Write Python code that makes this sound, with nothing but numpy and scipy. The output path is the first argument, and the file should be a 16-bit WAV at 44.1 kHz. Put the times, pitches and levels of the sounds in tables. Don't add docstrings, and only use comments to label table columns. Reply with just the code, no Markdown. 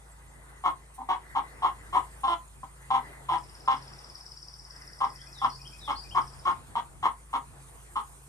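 import sys
import numpy as np
from scipy import signal
from scipy.io import wavfile
from scipy.ndimage import uniform_filter1d

SR = 44100
rng = np.random.default_rng(int(sys.argv[2]) if len(sys.argv) > 2 else 0)


def dump_mix(stems):
    frames = np.atleast_2d(stems).T
    limited = np.clip(frames, -1, 1)
    pcm = np.round(limited * 32767).astype(np.int16)
    wavfile.write(sys.argv[1], SR, pcm)


N = 365544

# start_s, rise_s (to the loudest point),
# length_s, top_db, open_db (start against top), pitch_hz, throat_hz (resonance), rough (0-1),
# bright_db (beak), rasp_db, chest_db (clean fundamental)
CLUCKS = [(0.638, 0.028, 0.081, -24.5, -7.5, 364, 1030, 0.34, 3, -24, -22),
          (0.978, 0.036, 0.066, -41, -5, 255.5, 898, 0.38, -4, -35, -4.5),
          (1.088, 0.038, 0.085, -29, -1.5, 373.2, 956, 0.41, 6, -21, -24),
          (1.350, 0.035, 0.063, -28.5, -1, 272.3, 986, 0.48, 2.5, -23, -36),
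          (1.621, 0.031, 0.093, -26, -2, 359.8, 1007, 0.46, 1, -22.5, -19),
          (1.926, 0.038, 0.085, -25, -2.5, 359, 994, 0.45, 2.5, -24, -17),
          (2.234, 0.021, 0.042, -29, -1.5, 264.3, 960, 0.08, -1.5, -21, -21),
          (2.269, 0.07, 0.081, -29.5, 3, 344.6, 997, 0.24, -0.5, -18.5, -11.5),
          (2.631, 0.0021, 0.019, -36, -10, 252.4, 953, 0.46, 3.5, -26, -12),
          (2.904, 0.054, 0.096, -25.5, -2.5, 260.2, 967, 0.28, 2.5, -22, -21),
          (3.286, 0.054, .103, -27.5, -2.5, 337.3, 988, 0.48, 3, -20.5, -16),
          (3.676, 0.053, 0.091, -27.5, -1, 262.4, 1027, 0.38, 4.5, -19.5, -22),
          (5.004, .036, 0.085, -28.5, -0.5, 260.5, 1010, 0.51, 2, -25, -23),
          (5.416, 0.043, 0.068, -25.5, -5.5, 264.2, 1037, 0.46, 1, -23, -22.5),
          (5.877, 0.021, .074, -28, -3.5, 279.2, 1040, 0.46, 6, -18.5, -32),
          (6.147, 0.027, 0.072, -24, -5, 350, 1050, 0.47, 4, -25.5, -25),
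          (6.452, 0.023, 0.083, -23, -9.5, 358.8, 1082, 0.4, 3.5, -24.5, -18),
          (6.754, 0.031, 0.054, -28.5, -5, 231.5, 1001, 0.37, 3.5, -19.5, -31),
          (7.027, 0.029, 0.073, -25, -4.5, 357, 1032, 0.51, 5.5, -22, -28),
          (7.33, 0.025, 0.056, -26, -6.5, 266.1, 1016, 0.48, 3, -22.5, -22),
          (7.956, 0.0063, 0.068, -29, -8, 209, 1052, 0.44, 1, -21, -32)]
# factor (on throat_hz), width_hz, level_db
THROAT_MODES = [(0.804, 196, -1.5), (1.016, 174, 7.5), (1.243, 233.3, -3.5)]
# centre_hz, width_hz, level_db
BEAK_MODES = [(250, 240, -29), (480, 260, -35), (1600, 400, -26), (2100, 350, -26), (5500, 3000, -38),
              (12000, 6000, -43)]
# centre_hz, width_hz, level_db
RASP_MODES = [(2938, 570, -1), (3320, 560, -1), (4000, 880, -9.5), (5410, 420, -15)]
# frequency_hz, decay_s (time to fall 60 dB)
COOP_DECAY = [(300, 0.18), (1000, 0.17), (3500, 0.13), (9000, 0.047)]
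# loudest_s, peak_db
TRILL_NOTES = [(3.3289, -51), (3.553, -45), (3.7704, -44), (3.991, -41), (4.2105, -37.5), (4.4294, -38.5),
               (4.652, -40), (4.878, -41), (5.1039, -42), (5.3298, -40.5), (5.56, -40), (5.7945, -44.5),
               (6.0404, -43), (6.279, -42.5), (6.5151, -50.5)]
# start_s, length_s, from_hz, to_hz, glide (share of the note spent gliding), level_db
WHISTLES = [(5.129, .04, 2560, 2470, 1, -81), (5.18, 0.061, 3020, 3360, 0.65, -72.5),
            (5.257, 0.048, 2400, 2515, 0.75, -73.5), (5.331, 0.13, 4220, 2930, 0.98, -65),
            (5.493, 0.08, 4340, 4700, 0.91, -64), (5.583, 0.045, 2440, 2515, 0.9, -73),
            (5.646, 0.033, 2740, 3210, 0.62, -62), (5.714, 0.053, 2369, 2540, 0.52, -68),
            (5.795, .115, 4060, 2990, 0.98, -61.5), (5.947, 0.071, 4030, 4820, 0.49, -56),
            (6.034, 0.055, 2510, 2450, 0.94, -71), (6.105, .035, 2760, 3190, .55, -58.5)]
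# start_s, length_s, from_hz, to_hz, level_db
CHIRPS = [(0.103, 0.044, 7400, 7930, -57), (0.265, .05, 7300, 7700, -62), (1.776, 0.042, 6900, 7500, -61),
          (2.475, 0.014, 6400, 7500, -55)]
# time_s, second_order_db, fifth_order_db
ENGINE_LEVELS = [(0, -53.5, -66), (.75, -54, -61.5), (1.0, -54.5, -67.5), (1.6, -52.5, -62),
                 (1.75, -51.5, -67), (2.05, -50.5, -58), (2.4, -53, -69), (2.95, -53.5, -54),
                 (3.12, -53.5, -61.5), (3.32, -52.5, -50), (3.53, -55.5, -65.5), (3.81, -54.5, -54),
                 (4.2, -56.5, -66), (4.6, -55.5, -63.5), (5.0, -54.5, -61), (5.6, -54.5, -55.5),
                 (5.9, -51, -63), (6.26, -54, -50), (6.5, -56, -62), (6.9, -59, -58.5), (7.25, -52.5, -68),
                 (7.58, -55.5, -55.5), (7.94, -54.5, -67), (8.29, -56.5, -58)]
# order, level_db (against the second)
ENGINE_ORDERS = [(3, -17), (4, -36), (6, -15.5)]
# time_s, rumble_db, roar_db, insects_db, whine_db
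AIR_LEVELS = [(0.0, -64, -63, -63, -73), (0.55, -62, -61, -63, -68), (0.95, -65, -63, -64.5, -78),
              (1.3, -60.5, -60, -63, -62), (1.95, -58, -57, -59, -65), (2.55, -59.5, -64, -60.5, -83),
              (3.05, -64, -57, -61.5, -57.5), (3.4, -57, -58.5, -60, -79), (3.85, -57.5, -54, -61.5, -68),
              (4.45, -64.5, -65, -62.5, -82), (4.8, -63.5, -61, -62.5, -66), (5.4, -59, -63, -60.5, -67.5),
              (5.9, -55.5, -58, -60, -91), (6.55, -53.5, -56.5, -60, -85), (7.0, -57, -62, -61.5, -80),
              (7.25, -65, -63.5, -61, -79), (7.55, -56.5, -59.5, -59.5, -81),
              (8.29, -65, -62, -56.5, -91.5)]
# time_s, lift_db
GUSTS = [(6.22, 3.4), (6.55, 4.4), (6.74, 6), (7.03, 9.2), (7.46, 6.8)]
# frequency_hz, density_db
RUMBLE_COLOUR = [(25, -33), (40, -29), (70, 6), (120, -5.5), (200, -11.5), (350, -14), (700, -55)]
# frequency_hz, density_db
ROAR_COLOUR = [(110, -31.5), (180, -22), (195, -18), (237, 2.5), (282, -17.5), (339, -0.5), (517, -2.5),
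               (574, -5), (852, 0.5), (1220, -2), (2010, -9.5), (2650, -11.5), (4200, -16), (5460, -22.5),
               (9240, -120)]
# frequency_hz, density_db
INSECT_COLOUR = [(1470, -75), (2500, -1), (3720, -63), (4010, -8.5), (5660, -5.5), (6010, -1.5), (6740, 2),
                 (7610, 4), (9010, 9.5), (10700, 0.5), (13900, -12), (14700, -5), (15500, -45)]
# frequency_hz, density_db
WHINE_COLOUR = [(1300, -20), (1650, -18.5), (1850, -16.5), (2030, -11.5), (2200, -30), (2500, -43)]
# frequency_hz, likeness (0-1)
AIR_LIKENESS = [(60, 0.14), (250, 0.74), (1000, 0.067), (3000, 0.72), (6000, 0.21), (9000, 0.1),
                (11000, 0.94), (13000, 0.88)]
# frequency_hz, left_minus_right_db
AIR_BALANCE = [(60, 1), (250, 1), (1000, 3), (3000, 0.5), (6000, 4), (9000, -6), (12000, -0.5), (15000, 1)]
# frequency_hz, left_lead_rad
AIR_LEAD = [(0, -3.5), (1000, 1.12), (3000, 2.5), (6000, 0.8), (11000, 2.08), (15000, -4.2)]

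FADE_DB, FADE_BEND = -20.5, 1.24
POP_DB, POP_S = 4, 0.0087
SAG, THROAT_RISE, BRIGHTEN_DB, RASP_GAIN_DB = 0.029, 0.049, 9, 4
CLEAR_START = 0.4
CHEST_BLOOM = 2.4
ECHO_S, ECHO_DB = .021, -5
WHISTLE_SWELL_DB = 3
ENGINE_HZ = 54.4
GUST_S = 0.035
EDGE_HZ = 15000


def amp(db):
    return 10 ** (np.asarray(db) / 20)


def evened(x):
    return x / np.sqrt(np.mean(x ** 2) + 1e-20)


def read(points, hz):
    f, value = np.transpose(points)
    return np.interp(np.log(hz + 1), np.log(f + 1), value)


def add(mix, start_s, sound):
    part = mix[round(start_s * SR):][:len(sound)]
    part += sound[:len(part)]


def drift(span_s, size):
    span = int(span_s * SR) + 1
    noise = rng.standard_normal(size)
    return evened(uniform_filter1d(uniform_filter1d(noise, span), span))


def resonate(x, hz, width_hz):
    turn = np.exp(2j * np.pi * np.cumsum(hz * np.ones(len(x))) / SR)
    r = np.exp(-np.pi * width_hz / SR)
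    return 2 * (turn * signal.lfilter([1 - r], [1, -r], x / turn)).real


def modes(x, table, centre=1):
    total = 0
    for k, (hz, width_hz, db) in enumerate(table):
        once = resonate(x, hz * centre, width_hz)
        twice = resonate(once, hz * centre, width_hz)
        total = total + (-1) ** k * amp(db) * evened(twice)
    return total


def placed(x, pan_db, lag_s, wet_db, decay, gap_s):
    taps = np.zeros((2, SR // 2))
    start = np.arange(int(gap_s * SR), SR // 2 - 20, 20)
    where = start + rng.integers(0, 20, (2, len(start)))
    signs = rng.choice([-1., 1.], (2, len(start)))
    np.put_along_axis(taps, where, signs, 1)
    taps[1] = 0.41 * taps[0] + 1.08 * taps[1]
    hz, t, z = signal.stft(taps, SR, nperseg=256)
    fall = amp(-60 * t / read(decay, hz)[:, None])
    tail = signal.istft(z * fall, SR, nperseg=256)[1]
    tail *= amp(wet_db) / np.linalg.norm(tail, axis=1)[:, None]
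    tail[:, :64] += np.sinc(np.arange(64) - 32 - np.array([[lag_s], [-lag_s]]) * SR / 2)
    heard = signal.fftconvolve(x[None], tail, axes=1)[:, 32:N + 32]
    return amp([[pan_db / 2], [-pan_db / 2]]) * heard


def cluck(start_s, rise_s, length_s, top_db, open_db, pitch_hz, throat_hz, rough,
          bright_db, rasp_db, chest_db):
    t = np.arange(0, length_s, 1 / SR)
    along = t / length_s - .5
    before_top = np.clip(1 - t / rise_s, 0, 1)
    fall = np.clip((t - rise_s) / (length_s - rise_s), 0, 1)
    effort_db = top_db + open_db * before_top + FADE_DB * fall ** FADE_BEND
    effort_db = effort_db + POP_DB * np.exp(-t / POP_S)
    hz = pitch_hz * (1 - SAG * along)
    throat_hz = throat_hz * (1 + THROAT_RISE * along)
    bright_db = bright_db + BRIGHTEN_DB * along
    rasp_db = rasp_db + RASP_GAIN_DB * along
    rough = np.clip(rough * (1 - CLEAR_START * before_top), 0, 1)

    turns = np.cumsum(hz * (1 + 0.067 * rough * drift(0.0027, len(hz)))) / SR
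    pulses = sum(np.cos(2 * np.pi * k * turns) for k in range(1, 30))
    pulses *= 1 + 1.08 * rough * np.cos(np.pi * turns)
    puffs = (1.1 + np.exp(-(turns % 1) / 0.85)) * rng.standard_normal(len(hz))
    drive = (1 - rough) * evened(pulses) / 2 + rough * evened(puffs)
    drive *= amp(2.57 * drift(0.0049, len(hz)))

    voice = evened(modes(drive, THROAT_MODES, throat_hz))
    voice += amp(bright_db) * modes(drive, BEAK_MODES)
    voice += amp(rasp_db) * modes(drive + 0.33 * evened(pulses), RASP_MODES)
    bloom = np.cos(np.pi * along) ** CHEST_BLOOM
    voice += amp(chest_db) / np.sqrt(2) * bloom * np.cos(2 * np.pi * turns)
    opening = np.minimum(np.arange(len(hz)) / (0.00067 * SR), 1)
    return start_s, opening * opening[::-1] * amp(effort_db) * voice


def hen():
    dry = np.zeros(N)
    for row in CLUCKS:
        add(dry, *cluck(*row))
    return placed(amp(1.5) * dry, pan_db=2.0, lag_s=-0.00016, wet_db=-6.5, decay=COOP_DECAY, gap_s=.004)


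def triller():
    t = np.arange(-.018, .012, 1 / SR)
    sweep = .27 * np.exp(-((t + .006) / .0045) ** 2) + .24 * np.exp(-((t - .003) / .005) ** 2)
    peak = .85 * np.exp(-(t / .0017) ** 2)
    dry, near = np.zeros((2, N)), np.zeros(N)
    note = np.arange(4 * len(TRILL_NOTES) - 3)
    times, levels = (np.interp(note / 4, range(len(TRILL_NOTES)), column)
                     for column in np.transpose(TRILL_NOTES))
    chance = rng.standard_normal((len(note), 2))
    for k, (loudest_s, db, (tune, uneven)) in enumerate(zip(times, levels, chance)):
        hz = (5100 - 75000 * t) * (1 + .006 * tune)
        tone = amp(db + 1.0 * uneven) * np.sin(2 * np.pi * np.cumsum(hz) / SR)
        add(dry[k % 2], loudest_s + t[0], sweep * tone)
        add(near, loudest_s + t[0], peak * tone)
    dry = dry + amp(ECHO_DB) * np.roll(dry, round(ECHO_S * SR), axis=1)
    place = dict(pan_db=3.5, lag_s=-.00016, decay=[(4000, 0.15), (6000, 0.28)], gap_s=0.0037)
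    smear = sum(placed(path, wet_db=2.5, **place) for path in dry)
    return smear + placed(near, wet_db=-4.5, **place)


def whistler():
    dry = np.zeros(N)
    for start_s, length_s, from_hz, to_hz, glide, db in WHISTLES:
        along = np.linspace(0, 1, int(length_s * SR))
        hz = from_hz + (to_hz - from_hz) * np.minimum(along / glide, 1)
        hz = hz * (1 + .022 * drift(.002, len(hz)))
        level = amp(db + WHISTLE_SWELL_DB * (along - .5))
        tone = np.sqrt(2) * np.sin(2 * np.pi * np.cumsum(hz) / SR)
        add(dry, start_s, level * tone * signal.windows.tukey(len(hz), .6))
    return placed(amp(11.5) * dry, pan_db=5.0, lag_s=-0.000067, wet_db=-2.0,
                  decay=[(2500, 0.36), (5000, 0.32)], gap_s=0.0057)


def chirper():
    dry = np.zeros(N)
    for start_s, length_s, from_hz, to_hz, db in CHIRPS:
        hz = np.linspace(from_hz, to_hz, int(length_s * SR))
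        tone = np.sin(2 * np.pi * np.cumsum(hz) / SR)
        add(dry, start_s, amp(db) * tone * np.hanning(len(hz)))
    return placed(dry, pan_db=-2.0, lag_s=.00001, wet_db=-6.5,
                  decay=[(6000, .15), (8000, 0.17)], gap_s=.004)


def engine():
    time_s, second_db, fifth_db = np.transpose(ENGINE_LEVELS)
    t = np.arange(N) / SR
    turns = ENGINE_HZ / 2 * t
    second = np.interp(t, time_s, second_db)
    fifth = np.interp(t, time_s, fifth_db) + 1.25 * drift(.08, N)
    orders = [(2, second), (5, fifth)] + [(k, second + db) for k, db in ENGINE_ORDERS]
    hum = 0
    for k, db in orders:
        level = amp(db + 0.49 * drift(0.37, N))
        hum = hum + level * np.sin(2 * np.pi * (k * turns + rng.random()))
    return np.sqrt(2) * hum * amp([[.1], [-.1]])


def air():
    frames, hz = N // 256 + 5, np.fft.rfftfreq(1024, 1 / SR)
    a, b, c, d, patches = rng.standard_normal((frames, 513, 5)).T
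    patches = evened(uniform_filter1d(uniform_filter1d(patches, 12, 0), 8, 1))
    treble_flicker = evened(uniform_filter1d(rng.exponential(1, frames) ** 2 - 2, 5))
    patches_db = 2.17 * patches + np.outer(np.clip(hz / 12000, 0, 1), 1.4 * treble_flicker)

    time_s, *levels = np.transpose(AIR_LEVELS)
    t = (np.arange(frames) - 2) * 256 / SR
    rows = [np.interp(t, time_s, level_db) for level_db in levels]
    rows[0] = rows[0] + sum(db * np.exp(-((t - at) / GUST_S) ** 2) for at, db in GUSTS)
    colours = (RUMBLE_COLOUR, ROAR_COLOUR, INSECT_COLOUR, WHINE_COLOUR)
    power = 0
    for shape, level_db, trim_db in zip(colours, rows, (1.6, 4.48, 3.22, 11.6)):
        colour = amp(read(shape, hz)) ** 2
        power = power + np.outer(colour / colour.sum(), amp(level_db + trim_db) ** 2)

    same = np.clip(read(AIR_LIKENESS, hz), -1, 1)[:, None]
    left = a + 1j * b
    right = same * left + np.sqrt(1 - same ** 2) * (c + 1j * d)
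    right = right * np.exp(-1j * read(AIR_LEAD, hz))[:, None]
    balance = amp(read(AIR_BALANCE, hz) / 2)[:, None]
    z = np.array([left * balance, right / balance]) * np.sqrt(power) * amp(patches_db)
    noise = signal.istft(z, nperseg=1024, noverlap=768, boundary=False)[1]
    return 0.91 * noise[:, 512:N + 512]


def scene():
    return hen() + triller() + whistler() + chirper() + engine() + air()


def record(dry):
    lowpass = signal.firwin(511, EDGE_HZ, window=("kaiser", 9), fs=SR)
    return signal.oaconvolve(dry, lowpass[None], "same")


dry = scene()
out = record(dry)
dump_mix(out)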